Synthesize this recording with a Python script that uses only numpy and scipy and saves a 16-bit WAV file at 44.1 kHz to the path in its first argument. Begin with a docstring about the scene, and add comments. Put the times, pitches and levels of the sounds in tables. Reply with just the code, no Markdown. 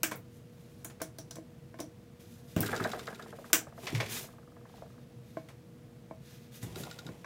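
"""A small, dry workshop, one microphone just above a cluttered lathe bench; a soft hum runs throughout.
First steel clacks, the frame knocks, hands and apron brush past, and light parts click on the spindle.
Then a bump shakes the bench: the spindle ticks, and a loose thing rattles and rocks on until it rests.
Meanwhile comes the hardest clack, then scrapes and a strong rub; late on, the bench shakes and ticks again.
Hits are noise bursts, partials or falling tones through resonant bodies; rubs and rumble are shaped noise."""
import sys
import numpy as np
from scipy import signal
from scipy.fft import rfft, irfft, next_fast_len
from scipy.io import wavfile
from scipy.ndimage import map_coordinates

SR = 44100
rng = np.random.default_rng(int(sys.argv[2]) if len(sys.argv) > 2 else 0)


def digitize_waveform(pressure):
    """Quantize a signal to 16-bit integers and store it at the path in sys.argv[1].

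    Rows of a 2-D input are taken as channels; values are limited to [-1, 1].
    """
    field = np.atleast_2d(pressure).T
    bounded = np.clip(field, -1, 1)
    quanta = np.round(bounded * 32767).astype(np.int16)
    wavfile.write(sys.argv[1], SR, quanta)


N = 319725

# Levels are relative: each layer has a further gain. A hit's level is that of its main band over its
# first 20 ms, and its other registers are in dB relative to that band.

# Steady hum. Each row: frequency in Hz, rms level in dB.
HUM = [(120, -66.5), (240, -71), (479.5, -63.5)]
# Colour of the room's air noise. Each row: frequency in Hz, level in dB.
AIR_COLOUR = [(15, -63.5), (25, -27), (134, -2.5), (212, -11), (242, -8.5), (277, -20.5), (326, -10.5),
              (373, -20.5), (476, -18.5), (516, -20.5), (796, -28.5), (2350, -34.5), (8830, -43),
              (11900, -44.5), (16000, -45)]
# Resonances of the room. 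Each row: frequency in Hz, width in Hz, lift in dB.
ROOM_MODES = [(128, 30, 2.12), (239, 64, 3), (486, 30, 1.3), (683, 70, 4.5)]
# Dying away of the room. Each row: frequency in Hz, time to fall 60 dB in seconds.
ROOM_DECAY = [(100, 0.51), (400, 0.2), (1000, 0.21), (3000, 0.17), (7500, 0.18), (15000, 0.14)]

# The bench shudders. Each row: start in seconds, attack in seconds, hold in seconds, release in dB per
# second, rumble in dB, clatter in dB relative to it, sifting chips in dB relative to it.
SHUDDERS = [(2.56, 0.034, 0.076, 26.5, -35.5, -10, -12), (3.79, 0.071, 0.34, 172, -47, -4, -6),
            (6.6, 0.17, 0.081, 31.6, -54, 0.5, -2.5)]
# Colour of the bench's rumble. Each row: frequency in Hz, level in dB.
RUMBLE_COLOUR = [(25, -21.5), (60, -6), (120, -12), (230, 7), (300, -1.5), (420, 5.5), (600, -21),
                 (1200, -52.5)]
# Colour of the clutter. Each row: frequency in Hz, level in dB.
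CLATTER_COLOUR = [(300, -31), (520, 5), (680, 0), (1000, 9), (1600, -10), (2100, -28.5), (4000, -28.5)]
# Colour of loose chips. Each row: frequency in Hz, level in dB.
CHIPS_COLOUR = [(900, -19), (2000, 2.5), (4000, -1.5), (6500, -4), (10000, -8), (16000, -13)]

# Strokes of hands and apron. Each row: start in seconds, attack in seconds, hold in seconds,
# release in dB per second, rustle in dB, hiss in dB relative to it.
STROKES = [(0.29, 0.06, 0.03, 191, -71, 5.5), (0.505, 0.04, 0.28, 100, -69, 0),
           (2.19, 0.012, 0.1, 50, -63.5, 0.5), (2.472, 0.03, 0.018, 200, -61.5, -1),
           (3.326, 0.14, 0.047, 297.5, -61, 0.5), (3.745, 0.034, 0.073, 305, -58.5, 0.5),
           (4.085, 0.043, 0.055, 220.5, -39, 1.5), (4.652, 0.046, 0.11, 40, -65, -6),
           (5.23, 0.033, 0.13, 97, -68.5, -2.5), (6.203, 0.049, 0.12, 78, -60.5, -3.5),
           (6.508, 0.047, 0.01, 222, -53.5, 0.5), (6.612, 0.015, 0.01, 168, -50.5, -3),
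           (6.753, 0.031, 0.029, 283, -51, 4)]
# Colour of the coarse rustle. Each row: frequency in Hz, level in dB.
RUSTLE_COLOUR = [(700, -18), (1500, 0), (2200, -1), (3500, -3), (5000, -3), (6500, -7.5), (9000, -17.5),
                 (14000, -43)]
# Colour of the fine hiss. Each row: frequency in Hz, level in dB.
HISS_COLOUR = [(3500, -21), (6500, 0), (8500, -3), (11000, -1.5), (14500, -2.5), (16000, -8.5)]
# Resonances in the rustle. Each row: frequency in Hz, width in Hz, lift in dB.
RUB_MODES = [(2420, 250, 2.5), (3630, 1100, 4.9), (4880, 350, 1.13), (6180, 900, 2.6)]

# Short gritty scrapes. Each row: start in seconds, level in dB, body in dB, top in dB.
SCRAPES = [(0.1124, -41, 4, -2), (0.898, -53, 2, -6), (1.001, -51, 7, -15), (1.787, -51, 1, -7),
           (3.8681, -32.5, -5.5, -17), (3.9477, -32.5, -8, -12.5), (4.0011, -28.5, -4, -17.5),
           (4.06, -41, -22, -20), (5.4855, -51.5, 0.5, -7), (6.6272, -53.5, 7.5, 8.5)]
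# Colour of grit. Each row: frequency in Hz, level in dB.
GRIT_COLOUR = [(150, -36), (250, -9), (330, -9.5), (444, -6.5), (890, -11.5), (1260, -12), (1350, -10),
               (2130, -2), (3280, -7), (5930, -11.5), (16000, -20)]
# Resonances of grit and chips. Each row: frequency in Hz, width in Hz, lift in dB.
GRIT_MODES = [(1530, 160, 1), (2250, 500, 2.8), (3400, 170, 3)]

# Soft bumps on the bench. Each row: start in seconds, level in dB, knock in dB, leading mode in Hz.
BUMPS = [(2.563, -24, -8.5, 159), (2.604, -34.5, -8, 115), (2.686, -40, -7, 205), (2.807, -33, -1, 220),
         (3.927, -32, -20, 114), (3.954, -41, -5, 149), (6.629, -34.5, -17, 118), (6.668, -44, -22, 106),
         (6.761, -45.5, 4.5, 162), (6.80, -42.5, -2.5, 149), (7.054, -41.5, -7, 157), (7.09, -51.5, 3, 116)]
# Colour of the bench top. Each row: frequency in Hz, level in dB.
BENCH_COLOUR = [(35, -22), (60, -11), (110, -2.5), (200, -3), (400, 7.5), (800, -6)]
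# Resonances of the bench top. Each row: frequency in Hz, width in Hz, lift in dB.
BENCH_MODES = [(66.7, 9.2, 7.6), (112.6, 25, 9.2), (165.1, 16.3, 7.4), (222, 35, 1.4), (376, 28, 3.7)]
# Partials of the bench top. Each row: frequency in Hz, level in dB, time to fall 60 dB in seconds.
BENCH_RING = [(107, -5.5, 0.13), (164, -10, 0.069), (226.6, 11, 0.031)]

# Dull knocks on the frame. Each row: start in seconds, level in dB, body in dB, edge in dB.
KNOCKS = [(0.119, -42, 4, 6), (1.015, -35, 0.5, -6), (1.367, -46.5, -2, -7), (1.384, -48, 9, -13),
          (1.742, -46.5, -2, -4), (1.793, -45.5, 7.5, 0), (4.0021, -37, -7, 4), (5.3698, -31.5, -2, -11.5),
          (6.11, -38.5, -4, -15), (7.089, -50, 7.5, 2), (7.245, -47.5, -19, 5.5)]
# Colour of the lathe's frame. Each row: frequency in Hz, level in dB.
FRAME_COLOUR = [(150, 18.5), (300, -2), (700, 1.5), (1050, 1), (1300, -19.5), (1550, -19), (2300, -16.5),
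                (2900, -26), (6000, 2)]
# Resonances of the frame. Each row: frequency in Hz, width in Hz, lift in dB.
FRAME_MODES = [(317.6, 50, 18.5), (498, 33, 7.5), (655, 99, 13), (1054, 31.4, 5), (1130, 15, 1.5),
               (1542, 280, 8), (1782, 32, 7), (2287, 120, 4.5), (3290, 130, 2.5), (5850, 345, 2),
               (6000, 70, 4), (7300, 120, 5.5), (7220, 120, -0.5)]
# Partials of the frame. Each row: frequency in Hz, level in dB, time to fall 60 dB in seconds.
FRAME_RING = [(336, -11, 0.06), (645, 1.5, 0.26), (1050, -4, 0.067), (1070, -6, 0.053), (1500, -13, .09),
              (2220, 8, 0.21)]

# Turns of the spindle. Each row: first tick in seconds, length in seconds, level in dB,
# fade in dB per second, ring in dB, top in dB.
TURNS = [(2.6617, 0.04, -30, 0, 0, -1.5), (2.762, 0.5, -29.5, 28, -1, -13),
         (6.7576, 0.345, -34, 15, -0.5, -13)]
TICK_GAP_S = 0.0768
REBOUND_S, REBOUND_DB = 0.0145, -12.5  # a lighter touch follows each tick
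# Colour of a tick. Each row: frequency in Hz, level in dB.
TICK_COLOUR = [(1000, -6), (2500, -9), (4000, -3.5), (7700, -3.5), (8600, -13), (16000, -7)]
# Resonances of a tick. Each row: frequency in Hz, width in Hz, lift in dB.
TICK_MODES = [(1415, 110, 16), (2220, 50, 2), (3800, 440, 12.6), (4200, 110, 2), (4850, 520, 7.9),
              (8000, 250, 2.3)]

# The loose thing is thrown about. Each row: landing in seconds, level in dB, body in dB.
ROCKS = [(2.6307, -25, -22), (2.6878, -27.5, -9), (2.7277, -20.5, -1), (2.7985, -23, -11),
         (2.8464, -21.5, -1.5), (2.8524, -32.5, 7.5), (2.9326, -27, 1.5), (2.9911, -37, -5),
         (3.0758, -28, -2.5), (3.1235, -37, -4), (3.1936, -33.5, -4.5), (3.259, -41.5, 3)]
# Then it settles, rocking from side to side: first landing, first gap, what each gap loses
SETTLE_S, SETTLE_GAP_S, SETTLE_QUICKEN_S = 3.3263, 0.0585, 0.0006
SETTLE_DB, SETTLE_FADE_DB_PER_S, LIGHT_SIDE_DB, SETTLE_BODY_DB = -40, 7.5, -3, 3.5
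# Colour of the hollow thing. Each row: frequency in Hz, level in dB.
HOLLOW_COLOUR = [(300, 3.5), (750, -11), (1200, -7), (1700, -3), (2200, -8.5), (5000, -23)]
# Resonances of hollow things. Each row: frequency in Hz, width in Hz, lift in dB.
HOLLOW_MODES = [(460, 29, 11), (687, 320, 16.4), (1260, 194, 6.1), (1620, 180, 7.5)]

# Light steel parts against the spindle. Each row: start in seconds, level in dB, knock in dB,
# clank in dB, top in dB, main ring in Hz.
CLICKS = [(0.846, -35, -4, -1.5, 7, 6900), (1.017, -27, -2, -5, 1.5, 5530),
          (1.1851, -33, -1.5, -7.5, -3, 5700), (1.309, -32, -15, -9, -6.5, 7700),
          (1.356, -38.5, 0.5, -8, -2, 7600), (1.8019, -30, 5, -9, -2, 5750)]
# Colour of light steel. Each row: frequency in Hz, level in dB.
TINKLE_COLOUR = [(120, -6), (300, 13.5), (650, 9.5), (1400, -2), (3000, -7), (4500, -6), (6000, 0),
                 (8700, -19), (10000, -20.5), (11500, -33), (16000, -27)]

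# Heavy steel on steel. Each row: start in seconds, level in dB, knock in dB, clank in dB, top in dB,
# time for the contact to fall 60 dB in seconds.
CLACKS = [(0.0322, -8.5, -6.5, -1.5, 1.8, 0.013), (0.1587, -54, -6, -12, 27.3, 0.044),
          (2.5636, -26, 11, 6, 0.9, 0.21), (2.606, -21.5, -2, -13, 11.5, 0.028),
          (3.5309, 0, -11, -4.5, 0.49, 0.076)]
# Colour of heavy steel. Each row: frequency in Hz, level in dB.
STEEL_COLOUR = [(120, -3), (300, -4), (800, -7.5), (1500, -2), (2700, 1.5), (4200, -9.5), (5800, 0),
                (8000, 0), (9200, -4), (10500, -11), (13000, -2.5), (15000, -4), (16000, 4)]
# Partials of the steel parts. Each row: frequency in Hz, level in dB, time to fall 60 dB in seconds.
STEEL_RING = [(1813, -4, 0.12), (2120, -2, 0.26), (2890, -10.5, .15), (5790, -9.5, 0.13), (5990, -4.5, .17),
              (5810, -4, .17), (6040, 3.5, .17), (7270, 2.5, 0.15), (7630, 9, 0.17), (7900, 2.5, 0.17),
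              (8040, -13.5, .17), (13140, -2.5, .14)]
STEEL_BANDS = [(3500, 10000), (200, 900), (900, 3500), (10000, 17000)]  # Hz: main, knock, clank, top

TOP_HZ = 15850  # the recorder's band limit


def amp(db):
    """Decibels to gain."""
    return 10 ** (np.asarray(db) / 20)


def unit(x):
    """Scale to rms 1."""
    return x / np.sqrt(np.mean(x ** 2) + 1e-20)


def along(points, hz):
    """Read (Hz, value) points on a log frequency axis."""
    f, v = np.transpose(points)
    return np.interp(np.log(hz + 1), np.log(f + 1), v)


def wobble(rate):
    """A smooth random curve with the given number of knots a second."""
    knots = rng.standard_normal(int(N * rate / SR) + 4)
    return map_coordinates(knots, [np.arange(N) * rate / SR])


def envelope(start, attack, hold, release_db_per_s):
    """A gain that rises, holds and then fades evenly in dB."""
    t = np.arange(N) / SR - start
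    fade = amp(-abs(release_db_per_s) * np.maximum(t - attack - hold, 0))
    return np.clip(t / attack, 0, 1) * fade


def body(colour, modes, size=8192):
    """Causal, minimum-phase impulse response of a broad colour lifted by resonances."""
    hz = np.fft.rfftfreq(size, 1 / SR)
    db = along(colour, hz)
    db = db + sum(lift / (1 + (2 * (hz - f) / width) ** 2) for f, width, lift in modes)
    cepstrum = irfft(np.log(amp(db)))
    # folding the cepstrum forward in time makes the response causal
    cepstrum[1:size // 2] *= 2
    cepstrum[size // 2 + 1:] = 0
    return irfft(np.exp(rfft(cepstrum)))[:size // 2]


def bounced(response, echo_db, count=5):
    """The bench top and nearby clutter return a few close echoes."""
    echoes = np.zeros(SR // 160)
    delays = rng.integers(SR // 1000, len(echoes), count)
    echoes[delays] = amp(echo_db) * rng.choice([-1, 1], count)
    echoes[0] = 1  # the direct sound
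    return signal.fftconvolve(response, echoes)


def noise(colour, modes, grain_db, echo_db=-60):
    """Coloured noise of rms 1 whose strength varies rapidly from grain to grain."""
    grains = rng.standard_normal(N) * amp(grain_db * wobble(300))
    response = bounced(body(colour, modes), echo_db)
    return unit(signal.fftconvolve(grains, response)[:N])


def contact(t60, attack, room_db):
    """A dense burst of micro-impacts, followed by the answer of the room."""
    t = np.arange(SR // 3) / SR
    hz, frame_s, bins = signal.stft(rng.standard_normal(len(t)), SR, nperseg=256)
    decay = amp(-60 * frame_s / along(ROOM_DECAY, hz)[:, None])
    tail = signal.istft(bins * decay, SR, nperseg=256)[1][:len(t)]
    tail *= 1 - np.exp(-t / 0.00122)  # the room answers gradually
    burst = rng.standard_normal(len(t)) * amp(-60 * t / t60)
    return (burst + amp(room_db) * tail) * (1 - np.exp(-t / attack))


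def ringing(partials, scatter_db):
    """Freely dying partials, at new strengths for every blow."""
    t = np.arange(SR // 3) / SR
    out = np.zeros(len(t))
    for hz, db, t60 in partials:
        strength_db = db + scatter_db * rng.standard_normal()
        out += amp(strength_db - 60 * t / t60) * np.sin(2 * np.pi * hz * t)
    return out


def blow(s, push, response, bands, db, relative_db):
    """A push rings a body at time s; where and how hard it lands sets the strength of each register."""
    ring = signal.fftconvolve(push, response)[:len(push)]
    out, start = np.zeros(N + SR), round(s * SR)
    for band, lift in zip(bands, [0, *relative_db]):
        edges = np.clip(band, 20, SR / 2 - 100)
        part = signal.sosfilt(signal.butter(3, edges, "band", fs=SR, output="sos"), ring)
        onset = np.std(part[:SR // 50])  # first 20 ms
        out[start:start + len(part)] += amp(db + lift) * part / onset
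    return out[:N]


def workshop():
    """Low room noise, and a soft hum whose partials waver in phase."""
    t = np.arange(N) / SR
    hum = np.zeros(N)
    for hz, db in HUM:
        hum += amp(db) * np.sqrt(2) * np.sin(2 * np.pi * hz * t + 0.85 * wobble(15))
    return hum + amp(-53) * noise(AIR_COLOUR, ROOM_MODES, grain_db=0.5)


def shudder():
    """While the bench shakes, its top rumbles, the clutter chatters in fits and loose chips sift."""
    gains = np.zeros((3, N))
    for *shape, db, clatter_db, sift_db in SHUDDERS:
        gains += np.outer(amp(db + np.array([0, clatter_db, sift_db])), envelope(*shape))
    rumble, clatter, sift = gains
    top = amp(-5) * rumble * noise(RUMBLE_COLOUR, BENCH_MODES, grain_db=4.5)
    clutter = amp(-2.5) * clatter * noise(CLATTER_COLOUR, HOLLOW_MODES, grain_db=2.2)
    clutter *= amp(3.0 * wobble(25))  # chatters in fits
    chips = amp(1.0) * sift * noise(CHIPS_COLOUR, GRIT_MODES, grain_db=3.5, echo_db=-11.0)
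    return top + clutter + chips


def rubbing():
    """Skin and cloth slide over wood with uneven pressure: a coarse rustle under a fine hiss."""
    gains = np.zeros((2, N))
    for *shape, db, hiss_db in STROKES:
        gains += np.outer(amp([db, db + hiss_db]), envelope(*shape))
    rustle, hiss = gains
    coarse = amp(-3.5) * rustle * noise(RUSTLE_COLOUR, RUB_MODES, grain_db=1.5, echo_db=-13)
    fine = amp(-3.0) * hiss * noise(HISS_COLOUR, [], grain_db=1.5, echo_db=-12.0)
    pressure = amp(1.7 * wobble(30))
    return (coarse + fine) * pressure


def scrapes():
    """A surface catches and slides briefly: a gritty burst of micro-impacts."""
    response = body(GRIT_COLOUR, GRIT_MODES)
    bands = [(1300, 6500), (300, 1300), (6500, 16000)]  # Hz: main, body, top
    out = np.zeros(N)
    for s, db, *rel in SCRAPES:
        push = contact(t60=0.064, attack=0.0003, room_db=2)
        out += blow(s, push, response, bands, db, rel)
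    return amp(-6) * out


def bumps():
    """The bench top booms when it is bumped; the spot that is hit decides which mode leads."""
    bands = [(40, 260), (260, 800)]  # Hz: boom, knock
    out = np.zeros(N)
    for s, db, *rel, hz in BUMPS:
        response = body(BENCH_COLOUR, BENCH_MODES + [(hz, 40, 8)])
        push = contact(t60=0.015, attack=0.00074, room_db=-6)
        push += amp(-24.5) * ringing(BENCH_RING, scatter_db=1)
        out += blow(s, push, response, bands, db, rel)
    return amp(-3) * out


def knocks():
    """Softer contacts: one short push, a little buzz, and the frame's low resonances."""
    response = body(FRAME_COLOUR, FRAME_MODES)
    bands = [(550, 1300), (200, 550), (1300, 3000)]  # Hz: main, body, edge
    out = np.zeros(N)
    for s, db, *rel in KNOCKS:
        push = contact(t60=.024, attack=.0008, room_db=-11)
        push += amp(-32) * ringing(FRAME_RING, scatter_db=2)
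        push[:24] += 2 * np.hanning(24)  # the short push
        out += blow(s, push, response, bands, db, rel)
    return amp(-6) * out


def ticks():
    """Light, ringing ticks of the turning spindle, evenly spaced, each with a small rebound."""
    response = body(TICK_COLOUR, TICK_MODES)
    bands = [(3000, 8000), (1200, 3000), (8000, 16000)]  # Hz: main, ring, top
    out = np.zeros(N)
    for start, length, db, fade, *rel in TURNS:
        for since in np.arange(0, length, TICK_GAP_S):
            touch_db = 2 * rng.standard_normal()
            rebound_db = REBOUND_DB + 3 * rng.standard_normal()
            for delay, lift in [(0, touch_db), (REBOUND_S, rebound_db)]:
                push = contact(t60=0.033, attack=0.00039, room_db=-16.5)
                out += blow(start + since + delay, push, response, bands, db - fade * since + lift, rel)
    return amp(-14) * out


def tock(start_hz, end_hz, fall, t60):
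    """Bending waves in a thin wall: the high ones arrive first, so the pitch drops."""
    t = np.arange(SR // 3) / SR
    hz = end_hz + (start_hz - end_hz) * np.exp(-t / fall)
    tone = np.sin(2 * np.pi * np.cumsum(hz) / SR)
    return tone * (1 - np.exp(-t / .001)) * amp(-60 * t / t60)


def settling(count=35, scatter_db=2.0):
    """Landings (s, dB, body dB) of the dying rocking: heavy side and light side in turn."""
    k = np.arange(count)
    since = SETTLE_GAP_S * k - SETTLE_QUICKEN_S * k * (k - 1) / 2
    db = SETTLE_DB - SETTLE_FADE_DB_PER_S * since + LIGHT_SIDE_DB * (k % 2)
    chance = scatter_db * rng.standard_normal((count, 2))
    body_db = SETTLE_BODY_DB + 2 * chance[:, 1]
    return list(zip(SETTLE_S + since, db + chance[:, 0], body_db))


def rocking():
    """Each landing of the loose thing is a hollow tock at a new pitch; harder ones chatter more."""
    response = body(HOLLOW_COLOUR, HOLLOW_MODES)
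    bands = [(900, 2200), (450, 900)]  # Hz: main, body
    out = np.zeros(N)
    for s, db, *rel in ROCKS + settling():
        pitch = np.exp(.09 * rng.standard_normal())
        wave = tock(start_hz=1400 * pitch, end_hz=760 * pitch, fall=0.006, t60=.026)
        chatter = amp(.5 * (db + 45)) * contact(t60=0.042, attack=0.0006, room_db=-7.5)
        out += blow(s, wave + chatter, response, bands, db, rel)
    return amp(-13.5) * out


def clicks():
    """Small steel parts touch; each sings at its own pitch over the frame's knock."""
    out = np.zeros(N)
    for s, db, *rel, hz in CLICKS:
        response = body(TINKLE_COLOUR, FRAME_MODES + [(hz, 520, 8)])
        push = contact(t60=0.023, attack=0.00021, room_db=-10.5)
        out += blow(s, push, response, STEEL_BANDS, db, rel)
    return amp(-14.5) * out


def clacks():
    """Steel parts meet with a sharp crack, ring, and shake the lathe's frame."""
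    response = body(STEEL_COLOUR, FRAME_MODES)
    out = np.zeros(N)
    for s, db, *rel, t60 in CLACKS:
        push = contact(t60, attack=.0002, room_db=5)
        push += amp(-33) * ringing(STEEL_RING, scatter_db=3)
        push[:64] += amp(11.5) * rng.standard_normal(64)  # the first crack
        out += blow(s, push, response, STEEL_BANDS, db, rel)
    return amp(-22.0) * out


def scene():
    """Everything reaches one microphone just above the bench."""
    background = workshop() + shudder() + rubbing()
    hits = scrapes() + bumps() + knocks() + ticks() + rocking() + clicks() + clacks()
    return (background + hits)[None]


def record(dry):
    """The recorder cuts steeply above its band limit."""
    size = next_fast_len(N + SR // 2)
    hz = np.fft.rfftfreq(size, 1 / SR)
    low_pass = 1 / (1 + (hz / TOP_HZ) ** 120)
    return irfft(rfft(dry, size) * low_pass, size)[..., :N]


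dry = scene()
out = record(dry)
digitize_waveform(out)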